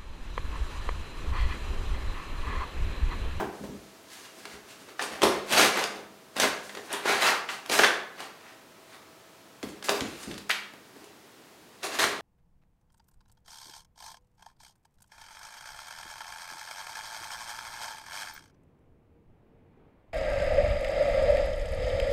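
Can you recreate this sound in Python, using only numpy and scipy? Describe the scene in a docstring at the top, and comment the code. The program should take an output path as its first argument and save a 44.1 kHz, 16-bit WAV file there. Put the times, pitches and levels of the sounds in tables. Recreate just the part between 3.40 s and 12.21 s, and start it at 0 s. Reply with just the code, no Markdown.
"""Cats play in a cardboard box of crumpled packing paper, in a quiet living room with a faint whine.
First a cat turns on a table and brushes off its edge: pads thud on the panel, fur slides over it.
From 1.6 s paws crush the paper in bursts: facets buckle and ring, sheets rub, single creases snap.
Then a cat steps onto a flap of the box, the whine fades, and a last burst of crinkling starts at 8.4 s.
The box colours every stir, and the room rings after each burst."""
import sys
import numpy as np
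from scipy import signal
from scipy.fft import rfft, irfft, next_fast_len
from scipy.io import wavfile
from scipy.ndimage import uniform_filter1d

SR = 44100
rng = np.random.default_rng(int(sys.argv[2]) if len(sys.argv) > 2 else 0)


def store_pcm(level_fs):
    """Save levels as 16-bit WAV."""
    pcm = np.round(np.clip(level_fs, -1, 1) * 32767).astype(np.int16)
    wavfile.write(sys.argv[1], SR, np.atleast_2d(pcm).T)


N = 388521
TIME_S = np.arange(N) / SR


def gain_of(db):
    """Decibels to amplitude."""
    return 10 ** (np.asarray(db) / 20)


def unit_rms(x):
    """Scales to rms 1."""
    return x / np.sqrt(np.mean(x ** 2) + 1e-20)


def curve_at(points, hz):
    """Interpolates (frequency, value) points on a log-frequency axis."""
    point_hz, values = np.transpose(points)
    return np.interp(np.log(hz + 1), np.log(point_hz + 1), values)


def add(mix, start_s, sound):
    """Mixes a sound in at start_s."""
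    part = mix[max(round(start_s * SR), 0):][:len(sound)]
    part += sound[:len(part)]


def colour(x, db_at, size=4096):
    """Minimum-phase filter with gain db_at(hz)."""
    hz = abs(np.fft.fftfreq(size, 1 / SR))
    log_gain = np.log(gain_of(db_at(hz)) + 1e-6)
    taps = np.fft.ifft(np.exp(np.conj(signal.hilbert(log_gain)))).real
    return signal.oaconvolve(x, taps[:size // 2])[:len(x)]


# hush spectrum: (frequency [Hz], relative level [dB])
HUSH_SPECTRUM = [(25, -36), (70, -13), (120, -8.5), (200, -5.5), (380, -2), (550, -7), (1000, -8.5),
                 (2000, -13), (5000, -17.5), (10500, -23.5), (15800, -26.5)]


def hush(rms_db=-54):
    """Still room and steady hiss."""
    noise = colour(rng.standard_normal(N), lambda hz: curve_at(HUSH_SPECTRUM, hz))
    return gain_of(rms_db) * unit_rms(noise)


# whine partials: (frequency [Hz], rms level [dB])
WHINE_TONES = [(650, -65), (1301, -71.5)]


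def whine(fade_span_s=(6.0, 6.6)):
    """Faint electric whine: steady tones that fade out."""
    tones = sum(gain_of(db) * np.sqrt(2) * np.sin(2 * np.pi * hz * TIME_S) for hz, db in WHINE_TONES)
    return tones * np.interp(TIME_S, fade_span_s, [1, 0])


def room_mode(x, hz=201, t60_s=1.84, tap_db=-66):
    """One low room resonance outlasts the echoes."""
    t = TIME_S[:2 * SR]
    ring = gain_of(tap_db - 60 * t / t60_s) * np.sin(2 * np.pi * hz * t)
    return signal.oaconvolve(x, ring)[:N]


# room reverberation: (frequency [Hz], T60 [s])
ROOM_DECAY = [(90, 0.75), (200, 0.29), (400, 0.67), (1400, 0.59), (3000, 0.48), (6000, 0.42), (12000, 0.33)]


def reflections(gap_s=0.0038, build_s=0.0016):
    """Impulse response: dense echoes of random sign, each band dying at its own rate."""
    hz, t, bands = signal.stft(rng.choice([-1., 1.], SR), SR, nperseg=256)
    t60_s = curve_at(ROOM_DECAY, hz)[:, None]
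    decaying = bands * gain_of(-60 * t / t60_s) / np.sqrt(t60_s)
    tail = signal.istft(decaying, SR, nperseg=256)[1][:SR]
    tail *= np.clip((TIME_S[:SR] - gap_s) / build_s, 0, 1)
    return tail / np.linalg.norm(tail)


def room_echoes(x, spots=5, dwell_s=0.004):
    """The sound leaps from spot to spot on the paper; each spot has its own echoes."""
    leaps_s = np.arange(0, TIME_S[-1] + dwell_s, dwell_s)
    spot = rng.integers(0, spots, len(leaps_s))
    shares = (np.sin(np.pi / 2 * np.interp(TIME_S, leaps_s, 1. * (spot == k))) for k in range(spots))
    return sum(signal.oaconvolve(x * share, reflections())[:N] for share in shares)


# resonances of the open box and hollows in the paper: (frequency [Hz], width [Hz], gain [dB])
BOX_MODES = [(208, 8.9, 9.5), (270, 17, 9.5), (410, 13.6, 9), (510, 10, 4.5), (775.4, 10.3, 7.5),
             (845, 11, 2.5), (1004, 28, 4.5), (1153, 12.5, 7), (1530, 31, 2.5), (1657, 7, 7.5),
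             (2450, 370, -1), (2700, 31, 2), (3400, 86, 1.5)]


def box_db(hz):
    """Narrow resonances that colour everything stirring in the box."""
    return sum(db / (1 + (2 * (hz - mode_hz) / width_hz) ** 2) for mode_hz, width_hz, db in BOX_MODES)


# paper response: (frequency [Hz], gain [dB])
PAPER_SPECTRUM = [(25, -45), (50, -39), (90, -15), (180, -8.5), (360, 1.5), (720, 0), (1440, -0.5),
                  (2880, -3.5), (5760, -10), (11300, -18), (16000, -28.5)]


def paper_db(hz):
    """Broad paper colour plus the resonances around it."""
    return curve_at(PAPER_SPECTRUM, hz) + box_db(hz)


def shudder(decay_s, size=4096):
    """A dying run of rapid random slips."""
    return rng.choice([-1., 1.], size) * np.exp(-TIME_S[:size] / decay_s)


# panel response to a paw: (frequency [Hz], gain [dB])
THUD_SPECTRUM = [(25, -17), (55, -0.5), (80, -3), (120, -3.5), (200, 2), (380, -2), (700, -16.5),
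                 (1440, -25.5), (4000, -40), (16000, -56)]
# paw landings: (time [s], relative level [dB], tilt [dB/octave])
PAW_STEPS = [(0.001, -19, 5), (0.05, -17, 0.5), (0.201, -18, -1), (0.236, -18.5, 3.5), (0.286, -15.5, -3),
             (0.35, -26, -4), (1.135, -22.5, -3.5), (1.719, -28, 1), (1.83, -21, -1.5), (1.869, -28, 6),
             (1.92, -38, 1), (2.171, -34, -3), (3.02, -34, 2), (4.39, -16.5, 0), (6.232, -16.5, 4),
             (6.262, -22, 3), (6.495, -14, 6), (6.612, -13, 0.5), (6.872, -18.5, 1), (6.905, -23.5, -1.5),
             (6.93, -19, -1.5), (7.56, -32, 4.5)]


def paw_steps(decay_s=0.012, press_s=0.0024, pivot_hz=200):
    """Soft pads shake the panel beneath them: deep on the table, higher on a flap."""
    out = np.zeros(N)
    octaves = lambda hz: np.log2(np.maximum(hz / pivot_hz, 0.35))
    for start_s, level_db, tilt_db_per_oct in PAW_STEPS:
        panel_db = lambda hz: curve_at(THUD_SPECTRUM, hz) + box_db(hz) + tilt_db_per_oct * octaves(hz)
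        push = shudder(decay_s)
        push *= 1 - np.exp(-TIME_S[:len(push)] / press_s)
        add(out, start_s, gain_of(level_db) * colour(push, panel_db))
    return out


def stroke(crest_s, swell_s, hold_s, swell_db=22.5, sag_db=9.5, release_db_per_s=446):
    """One movement swells, sags while the paw moves, dies on release. Returns (indices, amplitude)."""
    t = TIME_S - crest_s
    db = swell_db * np.minimum(t, 0) / swell_s
    db -= sag_db * np.clip(t / hold_s, 0, 1)
    db -= release_db_per_s * np.maximum(t - hold_s, 0)
    active = np.flatnonzero(db > -60)
    return active, gain_of(db[active])


def apply_strokes(texture, strokes, band_count=6, bass_hz=340, middle_hz=1260, treble_hz=7700):
    """Gives a steady texture each stroke's level and colour, band by band; overlaps add in power."""
    centres_hz = np.geomspace(bass_hz, treble_hz, band_count)
    power = np.zeros((band_count, N))
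    for crest_s, swell_s, hold_s, level_db, bass_db, treble_db in strokes:
        active, envelope = stroke(crest_s, swell_s, hold_s)
        shelves_db = curve_at([(bass_hz, bass_db), (middle_hz, 0), (treble_hz, treble_db)], centres_hz)
        power[:, active] += np.outer(gain_of(level_db + shelves_db), envelope) ** 2
    size = next_fast_len(N)
    spectrum, hz = rfft(texture, size), np.fft.rfftfreq(size, 1 / SR)
    band_gains = (curve_at(np.c_[centres_hz, share], hz) for share in np.eye(band_count))
    bands = [irfft(spectrum * gain, size)[:N] for gain in band_gains]
    return np.sum(bands * np.sqrt(power), axis=0)


def crackle(clicks_per_s, spread_db, decay_cycles, pitch_count=32, ring_samples=400, lag_samples=20):
    """Facets buckle at random, most weakly: each a crack, then a tiny ring at its own pitch."""
    strength = gain_of(spread_db * np.minimum(rng.exponential(1, N), 4)) * rng.choice([-1, 1], N)
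    clicks = strength * (rng.random(N) < clicks_per_s / SR)
    clicks /= np.sqrt(abs(uniform_filter1d(clicks ** 2, size=1100)) + 1e-3)  # steady energy from the paw
    facet = rng.integers(0, pitch_count, N)
    pitch_hz = np.geomspace(500, 15000, pitch_count)[:, None]
    cycles = pitch_hz * TIME_S[:ring_samples]
    rings = pitch_hz * np.exp(-cycles / decay_cycles) * np.cos(2 * np.pi * cycles)
    onsets = np.flatnonzero(clicks)
    ringing = np.zeros(N + ring_samples)
    reach = onsets[:, None] + np.arange(ring_samples)
    np.add.at(ringing, reach, clicks[onsets, None] * rings[facet[onsets]])
    return unit_rms(unit_rms(clicks) + unit_rms(np.roll(ringing[:N], lag_samples)))


# fur and pads sliding over table and cardboard:
# (crest time [s], swell [s], hold [s], relative level [dB], bass [dB], treble [dB])
FUR_SWIPES = [(0.0, .005, 0.034, -21, 6, -24), (0.14, .15, 0.6, -55.5, -2, 11.5),
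              (0.726, 0.093, 0.16, -45, -18, 9.5), (0.858, .08, .01, -42, -5, 4),
              (0.985, 0.092, 0.048, -50.5, 9.5, 12.5), (1.14, 0.29, .02, -42, 1, 4),
              (1.312, 0.097, 0.025, -44.5, -3, 9), (1.417, 0.092, .03, -48.5, 7, 8),
              (1.49, 0.046, 0.023, -41, 4, 0.5), (3.24, .04, 0.15, -54.5, -6, 18.5),
              (3.457, .08, .04, -54, -6, 17.5), (6.444, .008, 0.044, -35.5, 3, 14)]


def fur_brush(grit_db=-8):
    """Smooth friction of fur with a little grit."""
    friction = rng.standard_normal(N)
    grit = gain_of(grit_db) * crackle(clicks_per_s=600, spread_db=9.0, decay_cycles=0.52)
    return apply_strokes(unit_rms(friction + grit), FUR_SWIPES)


# creases buckling, sheets knocking, claws catching:
# (time [s], relative level [dB], centre [Hz], fall to both sides [dB/octave], flutter decay [s])
CREASE_SNAPS = [(0.001, -18.5, 930, 23, 0.0095), (1.054, -25, 2500, 1.5, 0.0036),
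                (1.594, -14.5, 1900, 10, 0.0057), (1.819, -9.5, 4770, 2.5, 0.0026),
                (1.832, -7.5, 4000, 13, 0.0041), (1.835, -2, 470, 15, 0.0043), (1.852, -7, 644, 10, 0.0047),
                (1.868, -2.5, 510, 17.5, 0.0024), (2.44, -6, 5400, 10.5, 0.0016),
                (2.999, -6.5, 6000, 3.5, 0.0073), (3.04, -6.5, 935, 5.5, 0.0065),
                (3.294, -22.5, 1980, 12, 0.0046), (3.35, -25.5, 3820.0, 3, 0.0042),
                (3.371, -25, 1180, 4, 0.0071), (3.528, -7.5, 10100, 28, 0.0037),
                (3.656, -12, 493, 8, 0.0035), (4.088, -16, 2000, 18, 0.011),
                (4.261, -21, 8980.0, 4.5, 0.0023), (4.39, -1.5, 2300, 4, 0.0021),
                (4.3935, 6, 910, 11.5, 0.0035), (4.435, -3.5, 1910, 7.5, 0.011),
                (4.445, -2.5, 2340, 8.5, 0.0053), (4.804, -23, 2750, -1, 0.0021),
                (6.229, -20.5, 4300, 5, 0.0026), (6.231, -16.5, 360, 27, 0.0063),
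                (6.426, -24.5, 3630.0, 2.5, 0.0035), (6.486, -12.5, 1100, 7, 0.003),
                (6.492, -9.5, 1020, 7, 0.0065), (6.493, -3, 5480.0, 18, 0.0027),
                (6.607, -12, 3800, 10, 0.0032), (6.913, -24, 3430.0, 11, 0.0033),
                (6.942, -23.5, 4500, 10, 0.0017), (6.979, -25, 8550.0, 4.5, 0.0064),
                (7.097, -7.5, 1190, 10, 0.003), (7.103, -6, 2720, 24, 0.0072),
                (7.108, -10, 11000, 9, 0.002), (7.111, -10.5, 3060, 15, 0.0065),
                (7.337, -38, 2460, -4.5, 0.002), (7.643, -30.5, 8630.0, 14, 0.0031),
                (8.431, -18, 5390.0, 16, 0.0037), (8.588, -17, 3340.0, 2.5, 0.013),
                (8.641, -8.5, 4400, -1.5, 0.0023)]


def crease_snaps():
    """A crease gives way and the sheet flutters; small facets sound high, large ones low."""
    out = np.zeros(N)
    for start_s, level_db, centre_hz, fall_db_per_oct, flutter_s in CREASE_SNAPS:
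        facet_db = lambda hz: -fall_db_per_oct * (np.hypot(1, np.log2((hz + 1) / centre_hz)) - 1)
        add(out, start_s, gain_of(level_db) * colour(shudder(flutter_s), facet_db))
    return out


# paws pushing into paper; bass from whole sheets, treble from fine creases:
# (crest time [s], swell [s], hold [s], relative level [dB], bass [dB], treble [dB])
PAPER_PUSHES = [(1.624, 0.038, 0.02, -24.5, 4, 3.5), (1.722, .024, 0.083, -32.5, 4, -3),
                (1.834, 0.016, 0.011, -11, 9.5, 1), (1.913, .06, 0.077, -28, -13, -5.5),
                (2.131, 0.054, 0.035, -16, 2.5, 3.5), (2.184, 0.042, 0.073, -9.5, -0.5, 1.5),
                (2.375, 0.071, 0.068, -19, -0.5, -3.5), (2.563, 0.05, 0.034, -38.5, 11, -2),
                (2.967, 0.011, .035, -21, -1, -2.5), (3.035, 0.051, .006, -14.5, 1.5, 4.5),
                (3.18, .09, .06, -41.5, 2, 1.5), (3.375, 0.12, .04, -41.5, 11, 0),
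                (3.537, 0.057, 0.021, -19, -5, -8), (3.657, .006, 0.024, -19.5, -6, -7),
                (3.688, 0.064, 0.091, -14.5, -3, -5), (3.823, 0.031, 0.047, -13, -6.5, -2),
                (3.877, 0.084, 0.028, -11, -10.5, -5), (4.094, 0.018, 0.056, -27, -9, -1.5),
                (4.298, .007, 0.019, -20.5, 5, 3), (4.319, .015, 0.11, -19, -0.5, 4.5),
                (4.428, 0.13, 0.049, -15.5, -5, -4.5), (4.805, 0.069, 0.053, -29.5, -7, -6.5),
                (5.086, 0.22, 0.056, -40.5, -18, -8), (5.549, 0.12, .008, -41, -5, -2),
                (6.235, 0.018, .01, -40, -1, -4), (6.289, 0.014, 0.0068, -41.5, 0, 9.5),
                (6.372, .06, .03, -47, 6, -4), (6.495, 0.016, 0.0045, -13, -1, -19),
                (6.56, .028, .02, -34, 7, 9), (6.66, 0.11, 0.18, -41.5, -4, 4),
                (6.837, 0.12, 0.0088, -41, -3, 11.5), (6.897, 0.094, 0.071, -44, 12, 6),
                (7.095, 0.0033, 0.011, -27.5, -11, 9), (7.617, .16, 0.042, -51.5, 8, 4),
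                (8.441, 0.016, 0.017, -21, -1, 1.5), (8.554, 0.1, .015, -25, -2, -0.5),
                (8.594, 0.0088, 0.047, -18, 0, 4), (8.633, 0.047, 0.011, -13.5, -9.5, -5.5),
                (8.69, .04, 0.11, -31.5, 1, -7)]


def paper_rustle(rub_db=-8):
    """Crackling creases over the softer hiss of sheet rubbing on sheet."""
    creases = crackle(clicks_per_s=2400, spread_db=2.5, decay_cycles=5.6)
    rubbing = gain_of(rub_db) * rng.standard_normal(N)
    return apply_strokes(unit_rms(creases + rubbing), PAPER_PUSHES)


def scene(direct_db=(0.5, 1.78, 1.0), room_send_db=(0.7, -0.92, 0.0)):
    """Paper and paws a few steps away, in mono; gains ordered (rustle and fur, snaps, steps)."""
    rustle_and_fur = colour(paper_rustle() + fur_brush(), paper_db)
    snaps = colour(crease_snaps(), paper_db)
    sources = np.array([rustle_and_fur, snaps, paw_steps()])
    direct = gain_of(direct_db) @ sources
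    room_send = gain_of(room_send_db) @ sources
    return (direct + room_echoes(room_send) + room_mode(room_send) + hush() + whine())[None]


def record(dry, low_cut_hz=48, ceiling=0.9, high_cut_hz=15950):
    """Thins the deepest bass, rounds off peaks, limits the band."""
    thinned = signal.sosfilt(signal.butter(2, low_cut_hz, "highpass", fs=SR, output="sos"), dry)
    rounded = ceiling * np.tanh(thinned / ceiling)
    taps = signal.firwin(511, high_cut_hz, window=("kaiser", 9), fs=SR)
    return signal.oaconvolve(rounded, taps[None], "same")


dry = scene()
out = record(dry)
store_pcm(out)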